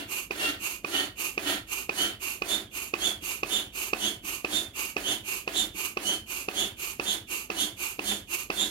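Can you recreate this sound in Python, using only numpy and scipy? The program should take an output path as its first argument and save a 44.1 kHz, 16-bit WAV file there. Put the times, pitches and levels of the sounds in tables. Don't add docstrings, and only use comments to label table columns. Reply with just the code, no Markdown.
import sys
import numpy as np
from scipy import signal
from scipy.fft import rfft, irfft, next_fast_len
from scipy.io import wavfile

SR = 44100
rng = np.random.default_rng(int(sys.argv[2]) if len(sys.argv) > 2 else 0)


def put_to_file(sound):
    columns = np.atleast_2d(sound).T
    safe = np.clip(columns, -1, 1)
    whole_steps = np.round(safe * 32767)
    wavfile.write(sys.argv[1], SR, whole_steps.astype(np.int16))


N = 383669
TIME = np.arange(N) / SR
PADDED = next_fast_len(N + SR // 2)
FREQS = np.maximum(np.arange(PADDED // 2 + 1) * SR / PADDED, 1)


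def from_db(db):
    return 10 ** (np.asarray(db) / 20)


def rms_one(x):
    return x / np.sqrt(np.mean(x ** 2) + 1e-20)


def curve(points):
    hz, db = np.transpose(points)
    return from_db(np.interp(np.log(FREQS), np.log(hz), db))


def resonant(modes):
    return sum(from_db(db) / (1 + ((FREQS - hz) / width) ** 2) for hz, width, db in modes)


def filtered(x, response):
    return irfft(rfft(x, PADDED) * response, PADDED)[..., :N]


def noise(response, width=0.64, width_hz=450):
    mid, side = rng.standard_normal((2, N))
    side = filtered(side, width / (1 + (width_hz / FREQS) ** 2))
    return rms_one(filtered(mid + side * [[1], [-1]], response))


def drift(rate_hz):
    hop = 40
    pole = np.exp(-2 * np.pi * hop * rate_hz / SR)
    slow = signal.lfilter([1], [1, -2 * pole, pole * pole], rng.standard_normal(N // hop + 2002))[2000:]
    return np.interp(np.arange(N) / hop, np.arange(len(slow)), rms_one(slow))


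def swell(peak_s, rise, fall, db, shape, onset=1):
    near = slice(max(int((peak_s - .4) * SR), 0), int((peak_s + .4) * SR))
    t, out = TIME[near] - peak_s, np.zeros(N)
    drop = np.where(t < 0, np.abs(t / rise) ** (shape * onset), np.abs(t / fall) ** shape)
    out[near] = from_db(db - 20 * drop)
    return out


def strike(out, s, hz, db, t60, contact_s):
    start = int(s * SR)
    if 0 <= start < N:
        t = TIME[:min(SR // 4, N - start)]
        envelope = from_db(db - 60 * t / t60) * (1 - np.exp(-t / contact_s))
        out[start:start + len(t)] += envelope * np.sin(2 * np.pi * hz * t)


def in_room(x, pan, wet_db, t60=0.19, left_lead_s=0.00023):
    t = TIME[:SR // 2]
    tails = rng.standard_normal((2, len(t))) * from_db(-60 * t / t60) * (t > .003)
    mid, side = rfft(tails / np.sqrt(np.sum(tails ** 2) / 2), PADDED)
    ears = np.array([[1], [-1]])
    coherence = 1 / (1 + (FREQS / 1000) ** 2)
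    diffuse = np.sqrt((1 + coherence) / 2) * mid + ears * np.sqrt((1 - coherence) / 2) * side
    direct = np.exp(1j * np.pi * FREQS * left_lead_s * ears)
    balance = curve(pan) ** (ears / 2)
    balance = balance / np.sqrt(np.mean(balance ** 2, axis=0))
    wet = from_db(wet_db)
    return filtered(x, balance * (direct + wet * diffuse) / np.hypot(1, wet))


# f/Hz, level/dB
ROOM_EQ = [(25, -28), (32, -7.5), (43, 5), (60, -1), (100, -4.5), (150, -8), (220, -4.5), (500, -16),
           (2000, -40), (16000, -51)]
def room_tone():
    return from_db(-55.0) * noise(curve(ROOM_EQ), width=0.22, width_hz=20)


# clack t/s,
# press to peak flow t/s, clack level/dB, vortex f/Hz, pitch spread/Hz, whistle level/dB,
# clack to refill peak t/s
STROKES = [(-.19, 0.13, -35.5, 2750, 150, -28.5, 0.33), (0.3094, 0.14, -27, 2720, 60, -27.5, 0.35),
           (0.8465, 0.13, -27, 3120, 200, -27, 0.38), (1.3784, 0.12, -24.5, 3220, 200, -31.5, .36),
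           (1.8942, 0.13, -24, 3103, 40, -26.5, 0.37), (2.421, .11, -24.5, 3550, 190, -26.5, 0.36),
           (2.9386, 0.12, -23, 3370, 60, -24.5, 0.34), (3.4329, 0.12, -24, 3350, 249, -25.5, .36),
           (3.9336, 0.12, -20.5, 3290, 169, -26.5, 0.36), (4.4474, .12, -23.5, 3495, 149, -26, 0.36),
           (4.9666, 0.13, -23.5, 3260, 170, -26.5, 0.34), (5.4774, .11, -25.5, 3540, 240, -24.5, 0.33),
           (5.9719, 0.13, -24, 3135, 70, -26.5, 0.36), (6.4861, 0.12, -24.5, 3366, 201, -26, 0.35),
           (6.9977, 0.1, -24.5, 3460, 200, -26.5, 0.34), (7.502, 0.11, -26, 3380, 191.4, -27, 0.33),
           (7.993, 0.11, -26.5, 3370, 176, -28.5, .35), (8.5025, 0.11, -23, 3570, 185, -25, .35)]
# t/s, level/dB
FOLD_POPS = [(0.606, -41), (3.224, -39), (4.237, -39.5), (5.746, -36.5)]
def pump_body(knock_hz=95, knock_db=-35, after_peak_s=0.113):
    out = np.zeros(N)
    for s, press, *_ in STROKES:
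        detune, softer = rng.uniform(-1, 1, 2)
        hz = knock_hz * (1 + 0.11 * detune)
        strike(out, s + press + after_peak_s, hz, knock_db - 0.5 * softer, t60=0.063, contact_s=0.0048)
    for s, db in FOLD_POPS:
        strike(out, s, 200, db, t60=0.1, contact_s=0.0098)
        strike(out, s, 315, db, t60=0.096, contact_s=0.0017)
    return out


# f/Hz, level/dB
INLET_EQ = [(150, -29), (330, 6.5), (560, -8), (1200, 2), (1900, -9), (2700, -9), (3700, -5), (4400, -2),
            (5400, -5.5), (6600, 3.5), (7900, -1.5), (10000, -2.5), (11900, 4.5), (15500, -12)]
# f/Hz, half-width/Hz, level/dB
CAVITY_MODES = [(2394, 123, -1), (2757, 220, 2)]
def inlet(rise_s=0.062, fall_s=0.13, opens_early_s=0.071, flutter_db=1.74):
    flow, draught = np.zeros((2, N))
    for s, *_, refill in STROKES:
        peak_s = s + refill
        gate = np.clip((TIME - peak_s + opens_early_s) / 0.0021, 0, 1)
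        flow += swell(peak_s, rise_s, fall_s, db=-33.5, shape=2.56)
        draught += gate * swell(peak_s, rise_s * 1.11, fall_s * 1.01, db=-35.0, shape=2.1)
    hiss = flow * noise(curve(INLET_EQ))
    cavity = draught * noise(resonant(CAVITY_MODES))
    return (hiss + cavity) * from_db(flutter_db * drift(22))


def slackness(empty_db=-3.5, skins_part_s=1.98, parting_s=0.62, parting_db=4.5, tighten_db_per_s=3.5):
    filling_s = np.maximum(TIME - skins_part_s, 0)
    parted = np.minimum(filling_s / parting_s, 1)
    return from_db(empty_db - parting_db * parted - tighten_db_per_s * filling_s)


# f/Hz, relative level/dB, t60/s
FLAP_MODES = [(813, -13, 0.013), (1094, -9.5, 0.019), (2690, -2.5, 0.0064), (4630, -9.5, 0.0049),
              (5460, -9, 0.0039)]
# f/Hz, relative level/dB, t60/s
BELLOWS_MODES = [(214, -21.5, 0.13), (346, -7, 0.037), (428, 3.5, 0.02)]
def valve_clack(slack_hz=2400, taut_hz=2624, thump_lead_s=0.0022, bounce_s=0.002322, bounce_db=-4.5):
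    out, slack = np.zeros(N), slackness()
    for s, _, clack_db, *_ in STROKES:
        slap_db, thump_db = clack_db + 13.5, clack_db + 5.0
        ring_hz = taut_hz + (slack_hz - taut_hz) * np.interp(s, TIME, slack)
        strike(out, s - .0005, ring_hz, slap_db, t60=0.016, contact_s=0.0013)
        for hz, db, t60 in FLAP_MODES:
            detune, force_db = rng.normal(0, [.025, 1])
            mode_db = slap_db + db
            strike(out, s, hz * (1 + detune), mode_db + force_db, t60, contact_s=0.00067)
            strike(out, s + bounce_s, hz * (1 - detune), mode_db + bounce_db, t60, contact_s=0.00033)
        for hz, db, t60 in BELLOWS_MODES:
            strike(out, s - thump_lead_s, hz * rng.uniform(.96, 1.04), thump_db + db, t60, contact_s=.0016)
    return out


# f/Hz, half-width/Hz, level/dB
RASP_MODES = [(284.7, 12, 18.5), (616, 33, -12), (1352, 55, 11.5), (1590, 35, 1), (1844, 27, 14.5),
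              (2330, 74, 2.5), (3350, 420, 7.5), (4400, 210, 2)]
# f/Hz, level/dB
DRUM_EQ = [(30, -8), (50, 0), (105, 0), (150, -16.5), (205, 7), (250, -7), (500, -30), (2000, -60)]
def chair(flow, slack):
    rasp = flow * slack * from_db(5.0) * noise(resonant(RASP_MODES))
    drum = flow * (1 - slack) * from_db(-10.0 + 0.4 * TIME) * noise(curve(DRUM_EQ))
    return rasp + drum


# f/Hz, level/dB
RUSH_EQ = [(100, -9), (170, -35), (240, -5), (300, 7), (400, 0.5), (500, -4.5), (650, -0.5), (1100, -8),
           (1900, -4), (2700, -5), (4300, -11.5), (7000, -19.5)]
def hose_rush(hose_hz=152, echo=0.037, loss_hz=5000, flutter_db=2.0):
    round_trip = echo * np.exp(-FREQS / loss_hz - 2j * np.pi * FREQS / hose_hz)
    slack = slackness()
    flow = sum(swell(s + press, press * 0.6636, 0.1242, db=-42, shape=1.81) for s, press, *_ in STROKES)
    flow = flow * from_db(13.0 * slack)
    first_puff = sum(swell(s + 0.011, 0.022, 0.15, db=-45.0, shape=2.3) for s, *_ in STROKES)
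    envelope = np.hypot(flow / (1 + slack), first_puff) * from_db(6.0)
    rush = envelope * noise(curve(RUSH_EQ) / (1 - round_trip))
    return (rush + chair(flow, slack)) * from_db(flutter_db * drift(47))


# f/Hz, level/dB
JET_EQ = [(1500, -47), (3000, 4), (4300, 11.5), (5300, 7.5), (6700, 16), (7700, 8), (9000, 13.5),
          (11500, 12), (13500, 6.5), (16000, -15)]
# f/Hz, half-width/Hz, level/dB
NOZZLE_MODE = [(4304, 38, 19)]
def outlet_jet(usual_db=-32.5, usual_vortex_hz=3390, db_per_octave=8, flutter_db=2.06):
    flow = np.zeros(N)
    for s, press, _, vortex_hz, *_ in STROKES:
        db = usual_db + db_per_octave * np.log2(vortex_hz / usual_vortex_hz)
        flow += swell(s + press, rise=press * 0.84, fall=0.092, db=db, shape=1.82)
    return flow * from_db(flutter_db * drift(19)) * noise(curve(JET_EQ) + resonant(NOZZLE_MODE))


def harmonic(modes, order):
    partials = modes ** order
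    return partials.real.sum(axis=0) / np.sqrt(np.sum(np.abs(partials) ** 2, axis=0) / 2)


# f/Hz, relative level/dB
HOSE_MODES = [(2765, 8.5), (2970, 10), (3090, 7), (3265, 3.5), (3413, 3), (3567, 8.5), (3733, 6), (3903, 2),
              (4070, 6)]
def hose_whistle(lag_s=0.006, fall_s=0.077, bend=0.12, droop=0.0047, tail_db=-8.5, shrill_db=-22):
    clack_s, press, _, pitch_hz, spread_hz, whistle_db, _ = np.transpose(STROKES)
    peak_s = clack_s + press + lag_s
    surges = list(zip(peak_s, press * 0.52, whistle_db))
    surge = sum(swell(s, rise, fall_s, db, shape=1.18, onset=2.9) for s, rise, db in surges)
    tail = sum(swell(s + 0.0079, 0.014, 0.092, db + tail_db, shape=0.41) for s, _, db in surges)
    flow = sum(swell(s, rise * 1.9, fall_s * 6, db=0, shape=1.6) for s, rise, _ in surges)
    stroke = np.searchsorted((peak_s[1:] + peak_s[:-1]) / 2, TIME)
    vortex_hz = pitch_hz[stroke] * (1 + bend * (flow - .92))
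    modes = []
    for hz, db in HOSE_MODES:
        share = from_db(db) / (1 + ((hz - vortex_hz) / spread_hz[stroke]) ** 2)
        share = share * from_db(4 * drift(14))
        phase = 2 * np.pi * np.cumsum(hz * (1 + droop * (.9 - flow))) / SR + drift(25)
        roughness = 1 + .19 * (drift(70) + 1j * drift(70))
        modes.append(share * roughness * np.exp(1j * phase))
    modes = np.array(modes)
    drive = np.tanh(surge / from_db(shrill_db)) * (1 - slackness())
    overtones = from_db(-2.0) * harmonic(modes, 2) + from_db(-13) * harmonic(modes, 3)
    return (surge + tail) * harmonic(modes, 1) + surge * drive * overtones


# f/Hz, left minus right level/dB
PUSH_PAN = [(200, -0.5), (700, -0.5), (1500, -3), (3200, -6.5), (4500, -10), (7000, -17), (9000, -10),
            (15000, -21.5)]
REFILL_PAN = [(200, 5), (500, -5), (750, 3), (1100, -4.5), (2600, -6.5), (3500, -2), (5000, -10.5),
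              (6500, -14), (8500, -4), (12000, -12), (16000, -16)]
CLACK_PAN = [(200, 1), (500, -3.5), (720, 7), (1100, -8), (1600, 3), (2500, -17.5), (3500, 8),
             (5000, -14.5), (16000, -4)]
def scene():
    push = in_room(hose_rush() + outlet_jet() + hose_whistle(), PUSH_PAN, wet_db=-2.0)
    refill = in_room(inlet(), REFILL_PAN, wet_db=-6.0)
    clacks = in_room(valve_clack() + pump_body(), CLACK_PAN, wet_db=-11.5)
    return push + refill + clacks + room_tone()


def record(dry, low_cut_hz=37, high_cut_hz=16000):
    no_rumble = signal.sosfilt(signal.butter(4, low_cut_hz, "high", fs=SR, output="sos"), dry)
    return filtered(no_rumble, 1 / np.sqrt(1 + (FREQS / high_cut_hz) ** 160))


dry = scene()
out = record(dry)
put_to_file(out)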